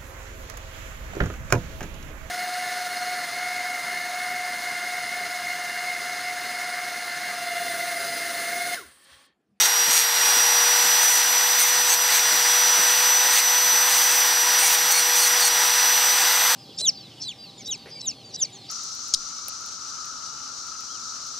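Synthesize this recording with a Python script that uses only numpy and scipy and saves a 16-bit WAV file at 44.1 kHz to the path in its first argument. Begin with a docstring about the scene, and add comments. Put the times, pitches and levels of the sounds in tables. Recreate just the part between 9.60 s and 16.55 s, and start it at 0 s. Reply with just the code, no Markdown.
"""A small angle grinder runs free on a wooden block in a workshop: a fan roar, a blade whine, bar and shaft tones.
Plastic pipe is swept over its abrasive disc in short strokes: noise shaped by disc modes hisses, narrow tones squeal,
and the motor, whose armature phase drives every steady tone, slows down.
Far off something knocks on wood, as soft puffs of low noise, over a low rumble of block and room.
One microphone takes it all in mono; its automatic gain control ducks the loud moments and recovers slowly."""
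import sys
import numpy as np
from scipy import signal
from scipy.fft import rfft, irfft, next_fast_len
from scipy.io import wavfile
from scipy.ndimage import uniform_filter1d, map_coordinates

SR = 44100
rng = np.random.default_rng(int(sys.argv[2]) if len(sys.argv) > 2 else 0)


def amp(db):
    return 10 ** (np.asarray(db, float) / 20)


def write(x):
    x = np.atleast_2d(x).T
    wavfile.write(sys.argv[1], SR, np.round(np.clip(x, -1, 1) * 32767).astype(np.int16))


N = 306495  # length in samples

BLADES, DISC_PER_ARMATURE = 12, 13 / 37  # fan blades, disc turns for one armature turn
MAINS_BEAT_HZ = 100  # torque pulses at twice the mains
START_WHINE_HZ, RECOVER_S = 5795, 0.6  # whine at the start, time constant of the motor speed
BARS_DB, SHAFT_DB = -32, -41  # mean rms at the microphone: commutator bars, armature unbalance
BAND_TOP_HZ = 15730  # upper limit of the recorded band

# The speed the motor heads for; it sags when the pipe brushes the disc too lightly to hiss.
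# Each row: time in seconds, blade whine in Hz.
FREE_SPEED = [(0.0, 5880), (0.96, 5885), (1.12, 5984), (2.75, 5926), (3.25, 5962), (4.19, 5952),
              (4.83, 5844), (5.12, 5985), (7.0, 5977)]
# The pipe brakes the disc. Each row: start in seconds, end in seconds, whine Hz lost a second.
BRAKING = [(0, .065, 1000), (.312, .433, 663), (1.449, 1.607, 289), (2.023, 2.106, 321), (2.29, 2.361, 520),
           (2.53, 2.608, 757), (3.745, 3.845, 92), (4.288, 4.492, 55), (4.511, 4.679, 243),
           (5.015, 5.15, 340), (5.32, 5.426, 325), (5.578, 5.685, 491), (5.798, 5.894, 639)]
# Blade whine, shaded and reflected by the moving hand and pipe. Each row: time in seconds, level in dB.
WHINE = [(0, -15.5), (.08, -22.5), (.2, -18.5), (.45, -25), (.75, -19), (1.1, -20.5), (1.28, -22.5),
         (1.48, -18), (1.62, -21.5), (2.15, -22), (2.45, -23.5), (2.9, -23), (3.19, -18.5), (3.38, -21.5),
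         (3.56, -18.5), (3.72, -21.5), (3.93, -19.5), (4.3, -21.5), (4.75, -22), (5.9, -23.5), (6.2, -21.5),
         (6.9, -23.5)]
# Weaker steady tones of the motor. Each row: multiple of the armature speed, level in dB.
ARMATURE_ORDERS = [(2, -41.5), (3, -52), (4, -50), (5, -46), (6, -48), (7, -48), (13.71, -53)]
# Unbalance of the disc. Each row: multiple of the disc speed, level in dB.
DISC_ORDERS = [(1, -67.5), (2, -61.5)]
# Fan roar while hand and pipe shade the air slots. Each row: time in seconds, level from 700 to 2000 Hz in dB.
ROAR = [(0, -24.5), (.45, -28), (.7, -26.5), (1.5, -27), (1.65, -28), (2.4, -28), (3.2, -26.5),
        (4.5, -27.5), (4.75, -28.5), (4.95, -27), (5.5, -28), (6.95, -26.5)]
# Spectrum of the cooling air. Each row: frequency in Hz, relative density in dB per Hz.
AIR = [(150, -64), (250, -24), (458, -18.5), (483, -19), (626, -15), (901, -8.5), (2220, -10), (5460, -6.5),
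       (5750, -6), (6600, -10), (11100, -20), (12100, -15), (15700, -18.5)]
# Housing resonances and dips that colour the roar. Each row: frequency in Hz, width in Hz, lift in dB.
HOUSING = [(831, 270, 7), (1526, 640, 5.5), (1946, 270, 6.5), (2690, 310, 2.5), (3200, 83, -2.5),
           (3380, 510, 3.5), (4140, 360, 3.5), (4320, 170, -3), (4850, 330, 4.5), (6570, 120, -3),
           (6940, 280, -6), (8500, 2900, 8), (13900, 980, 4)]
# Strokes of the pipe over the disc. Each row: start in seconds, end in seconds,
# then the drive of the low, middle and high modes in dB.
STROKES = [(0, 0.07, -18, -24.5, -23), (.297, 0.407, -21, -24.5, -28.5), (.412, 0.45, -22, -31, -31),
           (1.42, 1.606, -28, -28, -30.5), (1.984, 2.112, -26, -29, -26), (2.272, 2.28, -29, -24, -22),
           (2.288, 2.355, -22, -26, -26), (2.518, 2.6, -21, -29, -25), (3.73, 3.81, -21.5, -25, -25),
           (4.292, 4.454, -31, -30, -26.5), (4.455, 4.61, -37.5, -32, -28), (4.652, 4.698, -38, -34, -27),
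           (4.983, 5.1, -29.5, -28.5, -26), (5.1, 5.158, -23, -28, -22), (5.31, 5.331, -30, -21, -19),
           (5.328, 5.417, -27, -26, -26), (5.55, 5.686, -25.5, -27, -27), (5.797, 5.89, -26, -26, -24)]
# Modes of the rubbed disc and pipe. Each row: frequency in Hz, width in Hz, relative gain in dB.
DISC_MODES = [(2250, 700, 4.5), (4400, 460, 5), (6350, 260, 14.5), (8300, 1030, 8), (9050, 1000, 3),
              (10400, 290, -13), (12900, 290, 6), (13800, 680, 3.5), (14400, 240, 1), (14900, 450, -3)]
# Broad scrape of the grit under the modes. Each row: frequency in Hz, width in Hz, relative gain in dB.
SCRAPE = [(3670, 1500, 0.5), (8000, 2100, 3), (13800, 2600, -4)]
# The pipe edge sticks, slips and sings. Each row: start in seconds, end in seconds, frequency in Hz,
# peak level in dB before it turns unsteady.
SQUEALS = [(.005, 0.054, 3720, -23), (.023, .06, 5030, -30), (0, .07, 6350, -22), (.326, .388, 6740, -27),
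           (.34, .4, 8450, -28), (1.427, 1.58, 8900, -33), (1.995, 2.04, 9050, -23),
           (1.997, 2.1, 13850, -37), (2, 2.06, 2140, -30), (2.294, 2.345, 6300, -21),
           (2.272, 2.348, 7880, -26), (2.33, 2.37, 13400, -30), (2.523, 2.602, 6350, -25),
           (2.55, 2.587, 7660, -23), (4.3, 4.44, 13800, -39), (4.46, 4.6, 15150, -40),
           (4.5, 4.615, 14400, -39), (4.655, 4.69, 14050, -39), (4.995, 5.09, 8970, -27.5),
           (4.99, 5.1, 13800, -35), (5.03, 5.1, 10400, -32), (5.113, 5.16, 9400, -31),
           (5.032, 5.096, 2270, -28), (5.313, 5.407, 4400, -25), (5.322, 5.396, 2250, -29),
           (5.35, 5.397, 9300, -25), (5.58, 5.632, 4710, -27), (5.622, 5.657, 4360, -22),
           (5.58, 5.633, 6330, -30), (5.63, 5.66, 9130, -25), (5.795, 5.845, 4700, -24),
           (5.82, 5.883, 4400, -21), (5.85, 5.883, 8960, -23)]
# Far blows on wood. Each row: time of the peak in seconds, rms level at the peak in dB.
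KNOCKS = [(0.284, -31), (0.765, -35), (1.244, -37.5), (1.76, -41), (2.204, -43), (2.721, -34),
          (3.188, -29.5), (3.652, -38), (4.137, -39)]
# Spectrum of the far blows. Each row: frequency in Hz, relative density in dB per Hz.
WOOD = [(60, -37), (120, -10.5), (200, -5.5), (380, -0.5), (600, 0.5), (1000, -15.5)]
# Spectrum of the rumble of block and room. Each row: frequency in Hz, relative density in dB per Hz.
RUMBLE = [(20, -40), (45, -6), (55, 0), (75, -3.5), (100, 0), (125, -2), (200, 2), (300, -3), (450, -20)]


def armature_turns():
    """Turns of the armature so far: its speed lags behind the free speed and is braked by the pipe."""
    t = np.arange(N) / SR
    drag = sum(rate * ((t > start) & (t < end)) for start, end, rate in BRAKING)
    target_hz = curves(FREE_SPEED)[0] - RECOVER_S * drag
    keep = np.exp(-1 / (RECOVER_S * SR))
    change_hz = signal.lfilter([1 - keep], [1, -keep], target_hz - START_WHINE_HZ)
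    whine_hz = START_WHINE_HZ + change_hz
    return np.cumsum(whine_hz) / SR / BLADES  # the whine has one period a blade


def motor_tones():
    """Blade whine, commutator bars at twice that, shaft and disc orders, all locked to the armature."""
    turns = armature_turns()
    whine_db = curves(WHINE)[0] + 0.87 * wobble(16)
    bars_db = BARS_DB + 1.53 * wobble(14)  # brush contact wanders
    shaft_db = SHAFT_DB + 0.87 * wobble(2.95)
    ripple = np.sin(2 * np.pi * MAINS_BEAT_HZ * np.arange(N) / SR)
    shake = 0.0033 * ripple + 0.0051 * wobble(180)  # in blade periods
    out = tone(BLADES * turns + shake, whine_db, flutter_db=0.81, rate=86)
    out += tone(2 * BLADES * turns + 3 * shake, bars_db, flutter_db=0.74, rate=73)
    out += tone(turns, shaft_db, flutter_db=0.3, rate=43)
    for order, db in ARMATURE_ORDERS:
        out += tone(order * turns, db, flutter_db=2.5, rate=16)
    for order, db in DISC_ORDERS:
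        out += tone(order * DISC_PER_ARMATURE * turns, db, flutter_db=5.0, rate=24)
    return out


def tone(turns, db, flutter_db, rate):
    """A sine on the given phase in turns, its rms level fluttering about db."""
    level = amp(db + flutter_db * wobble(rate))
    return np.sqrt(2) * level * np.sin(2 * np.pi * (turns + rng.random()))


def fan_roar():
    """Turbulent cooling air: noise coloured by the housing and slightly gusty."""
    def air_gain(f):
        lift_db = sum(db * abs(resonance(f, hz, width_hz)) ** 2 for hz, width_hz, db in HOUSING)
        return coloured(AIR)(f) * amp(lift_db)

    air = filtered(rng.standard_normal(N), air_gain)
    body = filtered(air, lambda f: (f > 700) & (f < 2000))  # the band that sets the level
    gusts_db = 0.49 * wobble(14) + 0.44 * wobble(250)
    return amp(curves(ROAR)[0] + gusts_db) * air / np.std(body)


def grinding():
    """Grit scrapes the plastic; every mode swells and fades by itself as the grip shifts."""
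    roughness = amp(1.8 * wobble(500) + 1.2 * wobble(60))
    grit = rng.standard_normal(N) * once_a_turn(depth_db=2) * roughness
    f, t, spectrum = signal.stft(grit, SR, nperseg=256, noverlap=192)

    def stroke_drive(column):
        return sum(amp(row[column]) * touch(t, row[0], row[1], rise_s=0.014, fall_s=0.015) for row in STROKES)

    low, middle, high = stroke_drive(2), stroke_drive(3), stroke_drive(4)
    power = 0
    for hz, width_hz, db in DISC_MODES + SCRAPE:
        drive = low if hz < 5400 else middle if hz < 11500 else high
        swell = np.interp(t * SR, np.arange(N), amp(2.1 * wobble(35)))
        power = power + np.outer(abs(resonance(f, hz, width_hz)), drive * amp(db) * swell) ** 2
    return signal.istft(spectrum * np.sqrt(power), SR, nperseg=256, noverlap=192)[1][:N]


def squeals():
    """Broken, unsteady tones: slips repeat with scatter, so each line is a narrow band."""
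    out, t = np.zeros(N), np.arange(N) / SR
    unsteady = once_a_turn(depth_db=3.5) * amp(2.5 * wobble(70))
    scatter = 0.11 * wobble(400) + 0.3 * wobble(40)  # in slip periods
    for start, end, hz, db in SQUEALS:
        on = slice(max(round((start - 0.01) * SR), 0), round((end + 0.01) * SR))
        slips = hz * t[on] + scatter[on]
        contact = touch(t[on], start, end, rise_s=0.0089, fall_s=0.012)
        out[on] += amp(db) * contact * np.sin(2 * np.pi * slips)
    return out * unsteady


def once_a_turn(depth_db):
    """The disc runs a little out of true and bites hardest once a turn."""
    return amp(depth_db * np.cos(2 * np.pi * DISC_PER_ARMATURE * armature_turns()))


def touch(t, start, end, rise_s, fall_s):
    """1 during a contact, with soft edges."""
    return np.clip((t - start) / rise_s + 0.5, 0, 1) * np.clip((end - t) / fall_s + 0.5, 0, 1)


def far_knocks():
    """Dull blows on wood: walls on the way smear each one into a soft low puff."""
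    t = np.arange(N) / SR
    puffs = np.zeros(N)
    for peak_s, db in KNOCKS:
        since = np.clip((t - peak_s) / 0.011 + 1, 0, 40)  # in rise times of 11 ms
        puffs += amp(db) * since * np.exp(1 - since)
    return puffs * unit(filtered(rng.standard_normal(N), coloured(WOOD)))


def workshop():
    """Low rumble of the block and the room: steady noise at a low level."""
    return amp(-57.5) * unit(filtered(rng.standard_normal(N), coloured(RUMBLE)))


def unit(x):
    """Scaled to rms 1."""
    return x / np.sqrt(np.mean(x ** 2) + 1e-20)


def curves(rows):
    """One value per sample for each column after the time."""
    s, *columns = np.transpose(rows)
    return [np.interp(np.arange(N) / SR, s, column) for column in columns]


def wobble(rate):
    """A smooth random curve, rate knots a second."""
    coarse = np.arange(0, N + 32, 32)  # the spline is drawn every 32 samples
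    knots = rng.standard_normal(int(N * rate / SR) + 4)
    return np.interp(np.arange(N), coarse, map_coordinates(knots, [coarse * rate / SR]))


def filtered(x, response):
    """x filtered by a complex response of frequency."""
    m = next_fast_len(len(x) + 4096)
    return irfft(rfft(x, m) * response(np.fft.rfftfreq(m, 1 / SR)), m)[:len(x)]


def resonance(f, hz, width_hz):
    """One causal resonance of peak gain 1."""
    return 1j * f * width_hz / (hz * hz - f * f + 1j * f * width_hz)


def coloured(spectrum):
    """The gain of (Hz, dB) points on a log axis, as a function of frequency."""
    hz, db = np.transpose(spectrum)
    return lambda f: amp(np.interp(np.log(f + 1), np.log(hz), db))


def scene():
    """Everything reaches one microphone, the same on both channels."""
    grinder = motor_tones() + fan_roar() + grinding() + squeals()
    return np.tile(grinder + workshop() + far_knocks(), (2, 1))


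def gain_control(x, limit_db, share, window_s, back_db):
    """Gain drops when the level passes the limit and creeps back by back_db a second."""
    level_db = 10 * np.log10(abs(uniform_filter1d(x[0] ** 2, round(window_s * SR))) + 1e-12)
    cut_db = np.clip(share, 0, 1) * np.maximum(level_db - limit_db, 0)
    ramp = back_db * np.arange(N) / SR
    held_db = np.maximum.accumulate(cut_db + ramp) - ramp
    return x * amp(-uniform_filter1d(held_db, round(0.012 * SR)))  # smoothed over 12 ms


def low_pass(x):
    """Removes everything above the highest recorded frequency."""
    return signal.sosfilt(signal.butter(12, 15950, fs=SR, output="sos"), x)


def record(dry):
    """The microphone's gain control, then the band limit."""
    steady = gain_control(dry, limit_db=-17, share=0.66, window_s=0.018, back_db=6.5)
    narrow = np.array([filtered(channel, lambda f: f < BAND_TOP_HZ) for channel in steady])
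    return low_pass(narrow)


dry = scene()
out = record(dry)
write(out)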